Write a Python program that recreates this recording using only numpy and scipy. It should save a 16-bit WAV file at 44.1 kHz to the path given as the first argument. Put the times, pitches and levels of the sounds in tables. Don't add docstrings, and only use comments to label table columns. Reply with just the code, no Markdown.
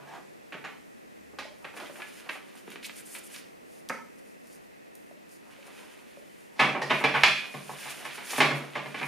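import sys
import numpy as np
from scipy import signal
from scipy.fft import rfft, irfft, next_fast_len
from scipy.io import wavfile
from scipy.ndimage import uniform_filter1d

SR = 44100
rng = np.random.default_rng(int(sys.argv[2]) if len(sys.argv) > 2 else 0)


def elevation(decibels):
    levels = np.asarray(decibels, float)
    return 10 ** (levels / 20)


def generate_wav(sig):
    pcm = np.round(np.clip(np.atleast_2d(sig).T, -1, 1) * 32767).astype(np.int16)
    wavfile.write(sys.argv[1], SR, pcm)


N = 399987

# (frequency [Hz], density [dB per Hz])
MURMUR_COLOUR = [(25, -20), (110, -14), (209, -1), (520, -5.5), (945, -14.5), (3170, -22), (10100, -24),
                 (15500, -29)]
# (frequency [Hz], side minus mid [dB])
MURMUR_WIDTH = [(60, 5), (110, 10), (200, 8.5), (700, 11), (1290, 8.5), (2380, -1), (8120, -3.5),
                (15000, -2.5)]
# (frequency [Hz], width [Hz], level [dB])
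WHISTLES = [(1936, 370, -65.5), (2556, 230, -69)]
# (time [s], level [dB])
MOTOR_THRUM = [(1.0, -99), (1.2, -70), (1.4, -67), (1.55, -79), (1.7, -69.5), (1.85, -95)]

# (frequency [Hz], level [dB], t60 [s])
ROOM_MODES = [(143.7, 6.5, 0.46), (196, -9, 1), (329, -11, 0.2)]
# (frequency [Hz], t60 [s])
ROOM_T60 = [(100, 0.6), (500, 0.3), (1500, 0.35), (3000, 0.38), (6000, 0.42), (12000, 0.39)]
# (frequency [Hz], side minus mid [dB])
ROOM_WIDTH = [(60, 17), (150, -6.5), (500, -11), (1500, -9.5), (4000, -6.5), (9000, -8), (14000, -1.5)]
# (frequency [Hz], gain [dB])
NOOK_COLOUR = [(450, -2.5), (800, -0.5), (1050, 2), (1500, -1.5), (2000, -0.5), (2450, 4), (3100, -1.5),
               (5500, -2.5)]

# (frequency [Hz], density [dB per Hz])
PAPER_COLOUR = [(2650, -41), (4500, -7), (6460, -7), (6810, -5.5), (8080, -10.5), (9100, -2), (10200, -5),
                (15500, -17)]
# (firmest contact [s], length [s], hiss [dB], scrape [dB])
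HAND_STROKES = [(1.775, 0.047, -51, -47), (1.86, 0.13, -58, -37), (2.0, 0.49, -55.5, -45),
                (2.2, 0.4, -59.5, -44), (2.334, .12, -56.5, -58), (2.486, 0.054, -63, -44),
                (2.576, 0.066, -61, -44), (2.72, 0.093, -55.5, -39), (2.858, 0.032, -40, -39),
                (2.988, 0.076, -48, -40.5), (3.09, 0.11, -52.5, -44), (3.165, 0.11, -47, -35.5),
                (3.266, 0.025, -60, -54), (3.348, 0.12, -50, -38.5), (3.78, 0.23, -65, -58),
                (4.19, 0.024, -60, -62), (4.29, 0.14, -64, -60), (4.53, 0.14, -58, -53),
                (4.95, .05, -72, -65), (5.09, .06, -62.5, -60), (5.325, 0.079, -57.5, -65),
                (5.52, 0.06, -68, -50), (5.67, 0.032, -54, -48), (5.8, 0.59, -61.5, -43.5),
                (6.3, 0.95, -66.5, -51.5)]
# (firmest contact [s], length [s], hiss [dB], scrape [dB])
BOX_DRAGS = [(.0, .1, -75, -59), (.12, 0.18, -78, -51), (6.99, 0.2, -50, -39), (7.216, 0.12, -54, -32),
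             (7.39, 0.12, -60, -24.5), (7.59, 0.33, -51.5, -41), (7.775, 0.27, -51, -36.5),
             (7.892, 0.28, -46.5, -34.5), (8.112, 0.51, -49.5, -34), (8.315, 0.17, -39.5, -27.5),
             (8.384, 0.052, -37.5, -25), (8.598, 0.31, -60.5, -39.5), (8.772, 0.074, -63, -28.5),
             (8.884, 0.11, -54, -52), (8.992, .12, -56, -29.5), (9.06, 0.11, -52, -44)]
# (firmest contact [s], length [s], level [dB])
BOX_SHUFFLES = [(0.027, 0.15, -36.5), (0.148, 0.087, -36), (1.683, 0.2, -42), (1.83, 0.08, -36),
                (1.993, 0.064, -41.5), (2.21, 0.27, -48), (2.582, 0.16, -44.5), (2.816, 0.13, -45),
                (3.17, 0.099, -51), (4.29, 0.089, -60), (4.54, 0.22, -56), (5.24, 0.12, -59),
                (5.518, 0.12, -49), (5.774, .3, -46.5), (6.4, 0.8, -59.5), (7.5, 0.31, -43.5),
                (7.844, 0.21, -35.5), (7.977, 0.32, -38), (8.256, 0.27, -41.5), (8.375, 0.084, -26),
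                (8.612, 0.35, -37), (8.776, .05, -32), (8.97, 0.09, -30)]
# (start [s], end [s], level [dB])
PALM_WIPES = [(2.71, 2.73, -60), (2.832, 2.87, -52.5), (2.96, 3.02, -52), (3.055, 3.195, -50.5),
              (3.236, 3.279, -50.5), (3.32, 3.364, -52.5), (8.3, 8.4, -53)]
# (time [s], peak [dB], centre [Hz])
PAPER_TICKS = [(2.5546, -45, 8630), (2.703, -40, 9500), (2.8654, -31, 9300), (3.8885, -31, 9000),
               (3.8885, -33, 4800), (3.896, -30, 7020), (4.1904, -53, 9740), (4.4702, -45, 8850),
               (4.9525, -37, 10200), (5.2919, -47, 8400), (5.6441, -54, 10100)]
# (time [s], level [dB])
LID_CREAK = [(.045, -80), (.06, -56), (.085, -49), (.125, -52.5), (.15, -46.5), (.185, -52.5), (.21, -75)]
# (frequency [Hz], width [Hz], level [dB])
LID_RESONANCES = [(774, 56, -3), (870, 74, -9), (1100, 73, -10), (1630, 95, -7)]
# (time [s], peak [dB], ring [Hz], t60 [s])
LID_TAPS = [(0.0011, -54, 144.7, .6), (.53, -54.5, 144, 0.6), (7.545, -43, 144, .3),
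            (2.68, -45, 456, 0.054), (3.9, -40.5, 242, 0.14), (6.82, -31.5, 500, .12),
            (2.022, -40, 1700, 0.093), (7.15, -26.5, 1500, .08), (1.453, -39, 606, 0.068),
            (1.897, -38, 574, 0.055), (5.112, -46, 590, 0.03), (5.587, -51, 541, 0.22),
            (5.668, -54, 555, 0.12), (6.172, -46, 548, 0.072)]
# (time [s], peak [dB], ring [Hz], t60 [s])
METAL_SQUEAKS = [(.14, -63, 6600, .03), (.525, -61, 6600, .03), (.648, -47, 6600, .02)]
# (time [s], peak [dB], ring [Hz], t60 [s])
WIRE_RACK = [(6.6, -32, 2460, 0.18), (7.04, -32, 2460, .3), (7.14, -31, 2460, .3), (7.237, -26, 2460, 0.54),
             (7.237, -38, 4100, 0.35), (7.245, -30.5, 4400, 0.27), (7.245, -30.5, 3365, 0.5),
             (7.06, -37, 3365, .3), (6.905, -35.5, 3700, 0.18), (6.82, -29.5, 1850, 0.1),
             (8.42, -34, 3700, 0.2), (8.51, -40, 3300, .25), (9.03, -33, 2400, 0.13)]

# (frequency [Hz], level [dB], t60 [s])
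SMALL_BOX_MODES = [(554, -4, .02), (1039, -6, .02), (1314, 0, .025), (1712, -4, .02), (2080, -4, .02),
                   (2713, -8, .02)]
BIG_BOX_MODES = [(783, -4.5, .05), (872, -0.5, 0.058), (995, -4, 0.064), (1092, -2.5, 0.046),
                 (1196, -0.5, 0.045), (1347, -10, .05), (1840, -0.5, 0.046), (2154, -4, 0.043),
                 (2350, -8.5, .06), (2450, -1.5, .08), (3365, -2.5, 0.13), (3740, -3, .08),
                 (4160, -10, .05), (4430, -6, .05)]
STEEL_DOOR_MODES = [(231, -2, .06), (554, -2, .04), (1039, -4, .04), (1314, 0, .08), (1400, 0, .06),
                    (1550, -4, .04), (1712, -7, .04), (1880, -6, .04), (2200, -4, .03)]

# (time [s], knock peak [dB], then hollow, thud and snap against the knock [dB])
SHELF_KNOCKS = [(0.5223, -29, -11, -21, -26), (0.542, -32, -3.5, -15, -25), (0.641, -32, -6, -23, -22),
                (0.648, -30, -4.5, -27, -22), (0.6544, -30.5, -8, -21, -24), (1.333, -53, 7, 3, -23),
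                (1.3866, -27, -1, -23, -11.5), (1.3998, -31.5, -27, -35, -15),
                (1.6446, -29, -6, -24, -23.5), (1.7381, -44, 2, -9, -21), (1.767, -35, -6, -18, -24),
                (1.7727, -32, -6, -20, -24), (1.7998, -35, -1, -17, -11.5), (1.8969, -45, -3, -22, -18),
                (1.9548, -37.5, -9, -30, -26), (2.001, -35, -14, -31, -26), (2.0189, -32.5, -18, -44, -30),
                (2.262, -44, 3, -10, -26), (2.2902, -23.5, -13, -32, -25), (2.3535, -38.5, 6, -22, -23)]
DOOR_KNOCKS = [(2.0195, -29, -23, -40, -25), (2.295, -24.5, -9, -29, -20.5), (3.151, -32.5, -21, -30, -24),
               (2.552, -50, 9, -15, -17), (2.6781, -41.5, -2.5, -4, -26), (2.7581, -31.5, -17, -21.5, -25),
               (2.8955, -31, -20, -24, -25), (3.3623, -38, -21, -26, -4)]
CREASE_KNOCKS = [(2.8274, -32.5, -24, -33, -20), (2.8442, -25.5, -45, -34, -22), (2.8618, -46, 1, -20, -11),
                 (3.148, -32, -20, -34, -32), (3.345, -33.5, -19, -26, -21), (8.3025, -26, -14, -25, -7),
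                 (8.313, -29, -20, -30, -10)]
MAGNET_SNAPS = [
    (3.8976, -23, -12, -29.5, -34),
    (3.9029, -23.5, -5, -30, -38),
]
BOX_BANGS = [(6.5607, -49.5, 1, -9, -4), (6.582, -38.5, -10, -20, -9), (6.593, -15.5, -12, -21, -16),
             (6.596, -12, -4, -21, -18.5), (6.6107, -14.5, -7.5, -16.5, -21), (6.62, -16.5, -5, -19, -23),
             (6.6896, -24, -5, -10, -34), (6.7494, -25.5, 3.5, -6, -34), (6.8164, -26.5, 2, -11, -6),
             (6.897, -20, -14, -20, -22), (6.903, -13, -6, -16, -22.5), (7.0076, -26.5, 0, -11, -29),
             (7.0392, -12, -6.5, -14.5, -18.5), (7.1399, -19, -2, -18, -24), (7.149, -21, -2, -20, -19),
             (7.1596, -18.5, -7, -35, -25), (7.2609, -22.5, -33, -21, -9.5)]
BOX_CRASH = [
    (7.235, -4, -10.5, -33, -16.5),
    (7.249, -20, -7, -27, -16),
]
BOX_SHOVES = [(7.5405, -32.5, -3, -6, -14), (7.6931, -38, 10, -7.5, -16), (7.8287, -35, -17, -27, -8),
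              (7.8555, -39, 6, -14, -12), (7.8787, -31, -12, -32, -10), (8.0515, -27, -9.5, -30, -15.5),
              (8.1803, -32, -9, -20, -30), (8.333, -28.5, -1, -19, -18), (8.3815, -20, -3.5, -8.5, -31),
              (8.4039, -7.5, -10.5, -21.5, -16.5), (8.4169, -13, -6, -15.5, -14), (8.43, -18, -9, -21, -18),
              (8.5091, -20, -5.5, -9, -18), (8.7535, -25.5, -8.5, -19, -26),
              (8.759, -24, -4.5, -16.5, -18.5), (8.8594, -32, -5, -9.5, -14),
              (8.9441, -25, -12, -14.5, -21), (9.0133, -25, -4, -16, -20), (9.0306, -23.5, -18, -20, -35)]


def unit(x):
    return x / np.sqrt(np.mean(x ** 2))


def band(x, lo_hz, hi_hz, order=2):
    return signal.sosfilt(signal.butter(order, [lo_hz, hi_hz], "band", fs=SR, output="sos"), x)


def on_log(hz, table):
    table_hz, value = np.transpose(table)
    return np.interp(np.log(np.maximum(hz, 1)), np.log(table_hz), value)


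def colour(x, table):
    size = next_fast_len(x.shape[-1])
    gain = elevation(on_log(np.fft.rfftfreq(size, 1 / SR), table))
    return irfft(rfft(x, size) * gain, size)[..., :x.shape[-1]]


def causal(db):
    cepstrum = irfft(np.log(elevation(db)))
    half = len(cepstrum) // 2
    fold = np.r_[1, 2 * np.ones(half - 1), 1, np.zeros(half - 1)]
    return np.exp(rfft(cepstrum * fold))


def walk(rate):
    hold = int(SR / rate)
    steps = np.repeat(rng.standard_normal(N // hold + 1), hold)
    return 1.8 * uniform_filter1d(uniform_filter1d(steps, hold), hold)[:N]


def grains(size, share, spread_db):
    touching = rng.random(size) < share
    return touching * rng.standard_normal(size) * elevation(spread_db * rng.exponential(size=size))


def add(out, x, s):
    i = int(s * SR)
    out[i:i + len(x)] += x[:N - i]


def spread(mid, side, pan_db, width):
    side = colour(side, width)
    return np.array([(mid + side) * elevation(pan_db / 2), (mid - side) * elevation(-pan_db / 2)])


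def ringing(modes, t, detune=0.):
    hz, db, t60 = np.transpose(modes)[:, :, None]
    chance = rng.standard_normal((2, len(modes), 1))
    wave = np.sin(2 * np.pi * hz * (1 + detune * chance[0]) * t)
    decay = np.exp(-np.log(1000) * t / t60)
    return np.sum(elevation(db + 2.5 * chance[1]) * wave * decay, axis=0)


def contact(s, length, db):
    rise_share, fade_db = 0.46, 20
    power = np.full(N, 1e-12)
    for at, span, peak_db in zip(s, length, db):
        rise = rise_share * span
        t = np.arange(int(4 * span * SR)) / SR - 3 * rise
        away = np.where(t < 0, -t / rise, t / (span - rise))
        shape = elevation(2 * (peak_db - fade_db * away / 2))
        skip = max(int((3 * rise - at) * SR) + 1, 0)
        add(power, shape[skip:], at - 3 * rise + skip / SR)
    return np.sqrt(power)


def murmur():
    swell, out = walk(.7), 0
    size = next_fast_len(N)
    noise = rfft(colour(rng.standard_normal((2, size)), MURMUR_COLOUR))
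    octave = np.log2(np.fft.rfftfreq(size, 1 / SR) / 30 + 1e-9)
    for k in range(10):
        overlap = np.clip(1 - np.abs(octave - k), 0, 1)
        flicker_db = .4 * swell + .6 * walk(6)
        out = out + irfft(noise * overlap, size)[:, :N] * elevation(flicker_db)
    out = unit(out) * elevation(-60.5 + 1.5)
    for hz, width, db in WHISTLES:
        whistle = band(rng.standard_normal((2, N)), hz - width / 2, hz + width / 2, order=1)
        out = out + unit(whistle) * elevation(db)
    motor_hz = 79.8 * (1 + 0.0283 * walk(5.0))
    motor_db = np.interp(np.arange(N) / SR, *np.transpose(MOTOR_THRUM))
    thrum = np.sin(2 * np.pi * np.cumsum(motor_hz) / SR) * elevation(motor_db)
    return spread(out[0] + thrum, out[1], -0.27, MURMUR_WIDTH)


def rustle():
    s, length, hiss_db, scrape_db = np.transpose([*HAND_STROKES, *BOX_DRAGS])
    mid, side = (unit(colour(grains(N, 0.62, 0.92), PAPER_COLOUR)) for _ in range(2))
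    hiss = spread(mid, side, -0.27, ROOM_WIDTH) * contact(s, length, hiss_db) * elevation(1.73 * walk(40))
    scrape = unit(band(grains(N, 0.18, 2.65), 1400, 3360))
    scrape = scrape * contact(s, length, scrape_db) * elevation(-12 + 1.45 * walk(30))
    shuffle = unit(band(grains(N, .1, 0.94), 290, 1280))
    shuffle = shuffle * contact(*np.transpose(BOX_SHUFFLES)) * elevation(-10 + 4.1 * walk(20))
    return hiss, scrape + shuffle


def wipes():
    t, edge_s = np.arange(N) / SR, .008
    gate = 0
    for start, end, db in PALM_WIPES:
        gate = gate + elevation(db) * np.clip(np.minimum(t - start, end - t) / edge_s + .5, 0, 1)
    mid, side = (unit(band(grains(N, .4, 1.5), 7400, 11600)) for _ in range(2))
    return spread(mid, side, -.3, ROOM_WIDTH) * gate * elevation(1.5 * walk(60))


def ticks():
    out, t = np.zeros(N), np.arange(1024) / SR
    for s, db, hz in PAPER_TICKS:
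        click = unit(band(rng.standard_normal(1024), .55 * hz, 1.4 * hz))
        add(out, elevation(db - 7.5) * click * np.exp(-t / 0.0026), s)
    return out


def creak():
    size = SR // 4
    slip, lid = grains(size, .2, 1.5), 0
    for hz, width, db in LID_RESONANCES:
        lid = lid + elevation(db) * unit(band(slip, hz - width / 2, hz + width / 2, order=1))
    twist_db = np.interp(np.arange(size) / SR, *np.transpose(LID_CREAK))
    return np.r_[lid * elevation(twist_db), np.zeros(N - size)]


def taps(events, pair):
    out, t = np.zeros(N), np.arange(16384) / SR
    for s, db, hz, t60 in events:
        modes = [(hz, db, t60), (pair * hz, db - 6, t60), (1.6 * hz, db - 12, t60 / 3)]
        add(out, ringing(modes, t), s)
    return out


def knocks(events, box, box_db, top_hz, trim_db, rattle_s):
    size = 8192
    out, t, hz = np.zeros(N), np.arange(size) / SR, np.fft.rfftfreq(size, 1 / SR)
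    rattle_shape = np.exp(-t / rattle_s) * (1 - np.exp(-t / (0.16 * rattle_s)))
    softness = min(0.0036 / rattle_s, 1)
    for s, db, hollow_db, thud_db, snap_db in events:
        blow = rng.standard_normal(size) * np.exp(-t / 0.0017) * softness
        blow = blow + 0.62 * grains(size, .15, 1.37) * rattle_shape
        tone = [(90, thud_db + 0.5), (230, thud_db + 16.5), (520, (thud_db + hollow_db) / 2 + 11.0),
                (900, hollow_db + 4.0), (2200, 0), (top_hz, -5), (1.69 * top_hz, snap_db + 3.5),
                (7500, snap_db - 10.0), (10500, snap_db - 11.5), (14500, snap_db - 28)]
        uneven_db = 10 * np.log10(uniform_filter1d(np.abs(rfft(blow)) ** 2, size=60))
        walls = 1 + elevation(box_db) * rfft(ringing(box, t, 0.0147))
        sound = rfft(blow) * walls * causal(on_log(hz, tone) - uneven_db)
        knock_band = sound[(hz > 1400) & (hz < 3700)]
        knock_rms = np.sqrt(2 * np.sum(np.abs(knock_band) ** 2)) / size
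        level = elevation(db + trim_db) / knock_rms * np.sqrt(0.0013 + rattle_s)
        add(out, level * irfft(sound), s)
    return out


def even(echo):
    power = np.abs(rfft(echo)) ** 2
    bumps_db = 10 * np.log10(uniform_filter1d(power, size=16) / uniform_filter1d(power, size=500))
    return irfft(rfft(echo) * causal(-bumps_db))


def kitchen(x, pan_db, wet_db, boom_db):
    size = SR // 2
    t, echoes = np.arange(size) / SR, 0
    for hz in 90 * 2. ** np.arange(8):
        octave = band(rng.standard_normal((2, size)), hz / np.sqrt(2), hz * np.sqrt(2))
        echoes = echoes + octave * np.exp(-np.log(1000) * t / on_log(hz, ROOM_T60))
    echoes = echoes * (1 - np.exp(-t / 0.00039))
    echoes = np.array([even(echo) for echo in echoes])
    echoes = echoes / np.sqrt(np.sum(echoes[0] ** 2)) * elevation(wet_db)
    echoes = echoes + elevation(boom_db) * ringing(ROOM_MODES, t) * [[1], [.3]]
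    mid, side = signal.fftconvolve(x[None], echoes, axes=1)[:, :N]
    return spread(x + mid, side, pan_db, ROOM_WIDTH)


def nook(x):
    response = irfft(causal(on_log(np.fft.rfftfreq(1024, 1 / SR), NOOK_COLOUR)))
    return signal.fftconvolve(x, response)[:N]


def scene():
    hiss, scrape = rustle()
    shelf = knocks(SHELF_KNOCKS, SMALL_BOX_MODES, -71, 2800, -4.5, 0.0092)
    shelf = shelf + knocks(MAGNET_SNAPS, STEEL_DOOR_MODES, -46, 2270, -3.5, 0.0051)

    door = taps([*LID_TAPS, *METAL_SQUEAKS], 1.05)
    door = door + knocks(DOOR_KNOCKS, SMALL_BOX_MODES, -38.0, 2940, -0.98, 0.0028)
    door = door + knocks(CREASE_KNOCKS, SMALL_BOX_MODES, -60, 4040, -7.5, 0.011)
    door = door + ticks() + creak()

    boxes = knocks(BOX_BANGS, BIG_BOX_MODES, -47.5, 2900, -4.5, 0.016)
    boxes = boxes + knocks(BOX_CRASH, BIG_BOX_MODES, -48.5, 3040, -0.96, 0.005)
    boxes = boxes + knocks(BOX_SHOVES, BIG_BOX_MODES, -45.0, 2540, -4.0, 0.0096)
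    door = door + taps(WIRE_RACK, 1.028)

    heard = kitchen(shelf, -1.9, 0.17, -62)
    heard = heard + kitchen(door + 0.83 * scrape, -1.9, -4.0, -75)
    heard = heard + kitchen(nook(boxes), -1.3, 0.44, -46.5)
    bass_cut = signal.butter(8, 133, "high", fs=SR, output="sos")
    return signal.sosfilt(bass_cut, heard) + hiss + wipes() + murmur()


def top_cut(x):
    return signal.sosfilt(signal.butter(12, 15450, fs=SR, output="sos"), x)


def record(dry):
    thump_gain = elevation(np.array([[-24], [-17]]))
    thump = thump_gain * band(dry ** 2, 28, 170, order=1)
    ceiling = signal.ellip(10, .2, 80, 15450, fs=SR, output="sos")
    mix = signal.sosfilt(ceiling, np.clip(dry + thump, -1, 1))
    return top_cut(mix)


dry = scene()
out = record(dry)
generate_wav(out)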